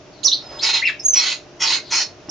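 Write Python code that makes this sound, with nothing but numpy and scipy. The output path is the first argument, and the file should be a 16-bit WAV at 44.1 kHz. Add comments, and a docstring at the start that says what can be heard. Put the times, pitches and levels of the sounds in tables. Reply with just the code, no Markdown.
"""A heron chick, held in the hand and fed in a small hard room, begs with harsh, unpitched squawks.
Each is a rasp of uneven pulses and air through its throat, with a resonance (a boosted band of sound)
that sinks during the call. Other birds chirp and whistle around it, the hand knocks softly and rustles
the chick's down, and a fan hums behind it all. The recorder cuts off the highest treble."""
import sys
import numpy as np
from scipy import signal
from scipy.fft import rfft, irfft, next_fast_len
from scipy.io import wavfile
from scipy.ndimage import uniform_filter1d, map_coordinates

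SR = 44100
rng = np.random.default_rng(int(sys.argv[2]) if len(sys.argv) > 2 else 0)


def log_audio(samples):
    """Write samples as a 16-bit WAV file to the path given in sys.argv[1]."""
    # one column per channel
    frames = np.atleast_2d(samples).T
    # limit to full scale, then quantise
    limited = np.clip(frames, -1, 1)
    pcm = np.round(limited * 32767).astype(np.int16)
    wavfile.write(sys.argv[1], SR, pcm)


N = 101429
T = np.arange(N) / SR

# Squawks: start/s, length/s, level/dB, rise/s, first resonance/Hz, time until half sunk/s, open beak/0-1
SQUAWKS = [(0.606, 0.1, -16.5, .038, 5140, 0.047, 0.16), (0.723, 0.063, -17.5, 0.02, 4400, 0.014, 0),
           (1.124, 0.21, -18.5, 0.044, 5360, 0.041, 0), (1.591, 0.17, -15.5, .038, 5640, 0.061, 0.16),
           (1.898, 0.12, -17, 0.031, 6020, 0.15, 0.78)]
# The tone colour of the throat: f/Hz, level/dB
THROAT_COLOUR = [(120, -41.5), (330, -16), (700, -12), (1050, -2.5), (1650, -5), (2250, 2.5), (2900, -1.5),
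                 (3900, -5), (4900, -4.5), (5800, -4), (6900, -0.5), (7600, -5)]
# What a wide open beak adds to that colour: f/Hz, level/dB
OPEN_BEAK_COLOUR = [(700, 4.5), (1300, 5), (2300, -2), (3200, -8), (4100, 5), (4800, 10.5), (6100, 3),
                    (7100, 0)]
# Narrow, steady resonances of the bird and its tank: f/Hz, half width/Hz, boost/dB
RESONANCES = [(350, 50, 9), (890, 50, 8), (1430, 90, 6), (2110, 90, 9), (2540, 50, 9), (2760, 45, 6),
              (3070, 55, 8), (3330, 55, 10), (3930, 110, 6), (4270, 110, 8), (4650, 70, 5), (5050, 50, 5),
              (5410, 85, 9), (6380, 90, 7)]
BEAK_END_HZ, BEAK_HALF_WIDTH_HZ, BEAK_DB, SINK_S = 4145, 530, 12.5, 0.0088  # the sinking resonance
OPEN_DAMPING = 0.38  # a wide open beak weakens it by this share
JUDDER_DB, SAG_DB_PER_S, RELEASE_DB_PER_S = 1.6, 20.5, 517

def heron():
    """Each squawk swells, judders and stops while its resonance sinks; an open beak brightens it."""
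    source = filtered(rasp(), lambda f: amp(sum(resonance(f, *row) for row in RESONANCES)))
    hz, t, spectrum = signal.stft(source, SR, nperseg=512)
    hz = hz[:, None]
    spectrum *= amp(shifting_bands(spectrum.shape))
    out = np.zeros(N)
    for start, length, db, rise, first_hz, sink, opening in SQUAWKS:
        centre = BEAK_END_HZ + (first_hz - BEAK_END_HZ) * (1 - np.tanh((t - start - sink) / SINK_S)) / 2
        beak = resonance(hz, centre, BEAK_HALF_WIDTH_HZ, BEAK_DB * (1 - OPEN_DAMPING * opening))
        colour = along(THROAT_COLOUR, hz) + opening * along(OPEN_BEAK_COLOUR, hz) + beak
        voice = signal.istft(spectrum * amp(colour), SR, nperseg=512)[1][:N]
        voice *= amp(JUDDER_DB * wobble(220))
        voice /= voice[(T > start) & (T < start + length)].std()
        age = np.maximum(T - start, 0)
        swell = np.sin(np.pi / 2 * np.minimum(age / rise, 1)) ** 2
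        fade_db = SAG_DB_PER_S * age + RELEASE_DB_PER_S * np.maximum(age - length, 0)
        out += voice * swell * amp(db - fade_db)
    return out


def rasp(pulse_hz=400.6, gap_scatter=0.3, size_scatter_db=2, air_db=2, flutter_db=0.82):
    """The syrinx, a bird's voice box, makes uneven pulses mixed with fluttering air."""
    gaps, sizes = rng.standard_normal((2, N // 16))
    at = (np.cumsum(np.exp(gap_scatter * gaps)) / pulse_hz * SR).astype(int)
    pulses = np.bincount(at[at < N], amp(size_scatter_db * sizes[at < N]), N)
    air = amp(air_db) * rng.standard_normal(N)
    return unit((unit(pulses - pulses.mean()) + air) * amp(flutter_db * wobble(160)))


def shifting_bands(shape, depth_db=3.2):
    """Narrow bands of the rasp slowly grow louder and softer at random (in dB)."""
    bands = uniform_filter1d(rng.standard_normal(shape), axis=0, size=2)
    return depth_db * unit(uniform_filter1d(bands, axis=1, size=18))


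# Chirps: start/s, length/s, first f/Hz, middle f/Hz, last f/Hz, level/dB, roughness/0-1,
# overtone/dB, left minus right/dB
CHIRPS = [(0.112, 0.12, 4750, 4220, 4320, -56.5, 0.45, -34.5, 8),
          (0.23, .022, 3900, 4200, 5060, -30, 0.79, -28.5, -7.5),
          (0.234, 0.026, 6540, 6600, 6530, -25.5, 0.5, -34, -6),
          (.244, 0.027, 4920, 5886, 4950, -11, 0.36, -46, -4.5),
          (0.267, 0.0267, 4870, 4050, 3560, -17, 0.23, -43, -4.5),
          (0.273, 0.035, 6100, 5850, 5380, -24, 0.58, -30, 1),
          (0.313, .034, 3406, 4047, 4600, -15.5, 0.3, -43, -2.5),
          (0.586, 0.036, 3500, 4090, 5020, -31.5, 0.3, -15, 3),
          (0.626, 0.029, 5196, 4910, 4360, -21, .8, -26, -5),
          (0.818, 0.032, 1750, 2240, 2740, -19.5, 0.11, -33, 2),
          (0.849, .034, 2700, 2624, 2065, -14.5, 0.11, -19, 2.5),
          (0.874, .03, 2250, 1898, 1343, -25, 0.14, -25, 0.5),
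          (0.86, 0.051, 4100, 3702, 2830, -30.5, .7, -14, 0.5),
          (0.994, 0.015, 5170, 5290, 5730, -28.5, 0.2, -38, -4),
          (1.836, 0.087, 4500, 4200, 3730, -43, 0.85, -11, 3.5),
          (2.292, 0.016, 5255, 5580, 5870, -27.5, 0.44, -36, -7.5)]

def chirps(fade_share=0.29, rough_rate=1400, scatter_hz=590):
    """Other birds sing short gliding notes; fast shakes of pitch and level make some raspy."""
    out = np.zeros((2, N))
    for start, length, first, middle, last, db, rough, overtone_db, left_db in CHIRPS:
        u = np.clip((T - start) / length, 0, 1)  # runs from 0 to 1 through the note
        pitch = first + (last - first) * u + (2 * middle - first - last) * 2 * u * (1 - u)
        phase = 2 * np.pi * np.cumsum(pitch + rough * scatter_hz * wobble(rough_rate)) / SR
        tone = np.sin(phase) + amp(overtone_db) * np.sin(2 * phase)
        fade = np.sin(np.pi / 2 * np.minimum(np.minimum(u, 1 - u) / fade_share, 1))
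        out += pan(left_db) * amp(db) * fade * unit(tone * (1 + rough * wobble(rough_rate)))
    return out


# A near, pulsing whistle: t/s, f/Hz, level/dB
NEAR_WHISTLE = [(1.03, 6200, -46), (1.056, 6540, -15.5), (1.065, 6620, -10.5), (1.077, 6460, -46),
                (1.085, 6420, -8), (1.098, 6290, -26), (1.106, 6270, -11), (1.126, 6210, -26.5),
                (1.14, 6006, -7.5), (1.152, 5914, -28), (1.174, 5760, -12), (1.2, 5595, -18),
                (1.235, 5300, -41.5)]
# A thin, far whistle: t/s, f/Hz, level/dB
FAR_WHISTLE = [(.41, 5460, -51), (.47, 5100, -43.5), (.54, 5040, -42.5), (.61, 5050, -44)]

def whistle(curve, tremble_hz=35, tremble_db=2):
    """A bird holds one pure, sliding tone that trembles slightly."""
    times, pitch, db = np.transpose(curve)
    phase = 2 * np.pi * np.cumsum(np.interp(T, times, pitch) + tremble_hz * wobble(150)) / SR
    singing = (T > times[0]) & (T < times[-1])
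    level = singing * amp(np.interp(T, times, db) + tremble_db * wobble(110))
    return uniform_filter1d(level, size=130) * unit(np.sin(phase))


# Soft knocks of the hand: t/s, level/dB, f/Hz
KNOCKS = [(.25, -37, 594), (0.265, -35, 1100), (2.286, -28.5, 288)]
# Rustles of down: middle/s, half length/s, level/dB
RUSTLES = [(0.529, 0.12, -40.5), (2.256, .04, -52)]
# Their tone colour: f/Hz, level/dB
RUSTLE_COLOUR = [(100, -1), (500, 6.5), (1100, 1), (2300, -6.5), (4500, -10), (7500, -17.5)]

def handling(knock_rise_s=0.00033, knock_ring_s=0.04):
    """Holding the chick makes dull knocks and rustles its soft feathers."""
    out = np.zeros(N)
    for start, db, hz in KNOCKS:
        age = np.maximum(T - start, 0)
        dull_noise = noise([(hz / 4, -15), (hz, 0), (2 * hz, -8), (7000, -35)])
        thud = np.sin(2 * np.pi * hz * age) + amp(-0.5) * dull_noise
        out += thud * np.minimum(age / knock_rise_s, 1) * amp(db - 60 * age / knock_ring_s)
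    for middle, half, db in RUSTLES:
        swell = np.exp(-((T - middle) / half) ** 2)
        out += noise(RUSTLE_COLOUR) * amp(db + 3.1 * wobble(87.5)) * swell
    return out


# The tone colour of the fan's air: f/Hz, level/dB
FAN_COLOUR = [(15, -48.5), (25, -12.5), (98, -5), (231, -6.5), (280, -4), (431, -3.5), (522, -9), (617, -4),
              (802, -9.5), (1070, -13.5), (2300, -18.5), (2650, -17.5), (3980, -23), (5840, -20),
              (7600, -33), (9880, -79.5), (16700, -120)]
# The tones of its hum: f/Hz, level/dB
FAN_HUM = [(134.6, -60.5), (296.1, -57), (360.7, -56.5), (597.5, -54.5), (651.4, -63)]

def fan(air_db=-46.5, side_db=-46):
    """A fan blows steadily and hums with a few wavering tones."""
    mid = amp(air_db + 0.27 * wobble(12)) * noise(FAN_COLOUR)
    for hz, db in FAN_HUM:
        mid += amp(db) * unit(np.sin(2 * np.pi * hz * T + 1.1 * wobble(6.94)))
    # Both ears share mid; side sets them apart, mostly in the treble.
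    side = amp(side_db) * filtered(noise(FAN_COLOUR), lambda hz: (hz + 750) / (hz + 3000))
    return np.array([mid + side, mid - side])


# How long the room rings: f/Hz, time to fade by 60 dB/s
ROOM_RING = [(200, 0.24), (2000, 0.24), (4500, 0.25), (8000, 0.19)]

def room(x, walls_db, tail_db, echo_spread_s=0.016, side_db=-3.5):
    """Close walls add quick echoes and a short ringing tail; high sounds spread wider than low ones."""
    hz, t, spectrum = signal.stft(rng.standard_normal((2, SR // 3)), SR, nperseg=256)
    tail = signal.istft(spectrum * amp(-60 * t / along(ROOM_RING, hz)[:, None]), SR, nperseg=256)[1]
    echoes = amp(tail_db) * tail / np.linalg.norm(tail[0])
    for when, mid_sign, side_sign in rng.uniform(-1, 1, size=(16, 3)):
        delay = int((abs(when) * echo_spread_s + .001) * SR)
        echoes[:, delay] += amp(walls_db) * np.sign([mid_sign, side_sign]) / np.sqrt(16)
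    echoes[0, 0] += 1  # the direct sound
    echoes /= np.linalg.norm(echoes[0])
    mid, side = [signal.fftconvolve(x * np.ones((2, 1)), h[None], axes=1)[:, :N] for h in echoes]
    side = filtered(side, lambda f: amp(side_db) * (f + 200) / (f + 900))
    return mid + np.array([[1], [-1]]) * side


def amp(db):
    """Turn decibels into a number to multiply by."""
    return 10 ** (np.asarray(db) / 20)


def unit(x):
    """Scale a signal to an average power of 1."""
    return x / np.sqrt(np.mean(x ** 2) + 1e-20)


def along(points, hz):
    """Read between (Hz, value) points, with octaves evenly spaced."""
    f, values = np.transpose(points)
    return np.interp(np.log(hz + 1), np.log(f + 1), values)


def resonance(hz, centre, half_width, db):
    """A rounded boost around one frequency, in dB."""
    return db / (1 + ((hz - centre) / half_width) ** 2)


def wobble(rate):
    """A smooth curve through `rate` random values a second."""
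    return map_coordinates(rng.standard_normal(N // 8), [T * rate], mode="wrap")


def filtered(x, response):
    """Multiply each frequency in x by response(Hz)."""
    size = next_fast_len(N + SR // 2)
    return irfft(rfft(x, size) * response(np.fft.rfftfreq(size, 1 / SR)), size)[..., :N]


def noise(colour):
    """Noise of power 1, shaped by (Hz, dB) points."""
    return unit(filtered(rng.standard_normal(N), lambda hz: amp(along(colour, hz))))


def pan(left_db):
    """Left and right gains, left_db apart."""
    return amp(np.array([[left_db], [-left_db]]) / 2)


def scene(left_lag_s=0.00003):
    """The heron close by, the other birds farther off in the same room, and the fan behind."""
    near = room(pan(left_db=-0.5) * (heron() + handling()), walls_db=-2, tail_db=-8)
    others = room(chirps(), walls_db=-7, tail_db=-4.5)
    tones = pan(left_db=-1.5) * (whistle(NEAR_WHISTLE) + whistle(FAR_WHISTLE))
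    # The left ear hears the whistles a little later.
    tones = filtered(tones, lambda hz: np.exp(np.pi * 1j * hz * left_lag_s * np.array([[-1], [1]])))
    whistles = room(tones, walls_db=-12, tail_db=-13)
    return near + others + whistles + fan()


def record(dry, peak_limit=0.85, sampling_hz=16000, top_hz=10400):
    """Peaks are rounded off; a low sampling rate cuts the treble and mirrors it faintly above the cut."""
    rounded = dry / (1 + (dry / peak_limit) ** 6) ** (1 / 6)
    treble_cut = [(7000, 1), (7650, -11.5), (7950, -41.5), (8100, -100)]  # f/Hz, level/dB
    mirror_colour = [(8400, -5), (9000, -17.5), (9500, -26), (10000, -42.5), (10400, -66.5)]
    band = filtered(rounded, lambda hz: amp(along(treble_cut, hz)))
    mirror = 2 * band * np.cos(2 * np.pi * sampling_hz * T)
    mirror = filtered(mirror, lambda hz: amp(along(mirror_colour, hz)))
    return filtered(band + mirror, lambda hz: hz < top_hz)


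dry = scene()
out = record(dry)
log_audio(out)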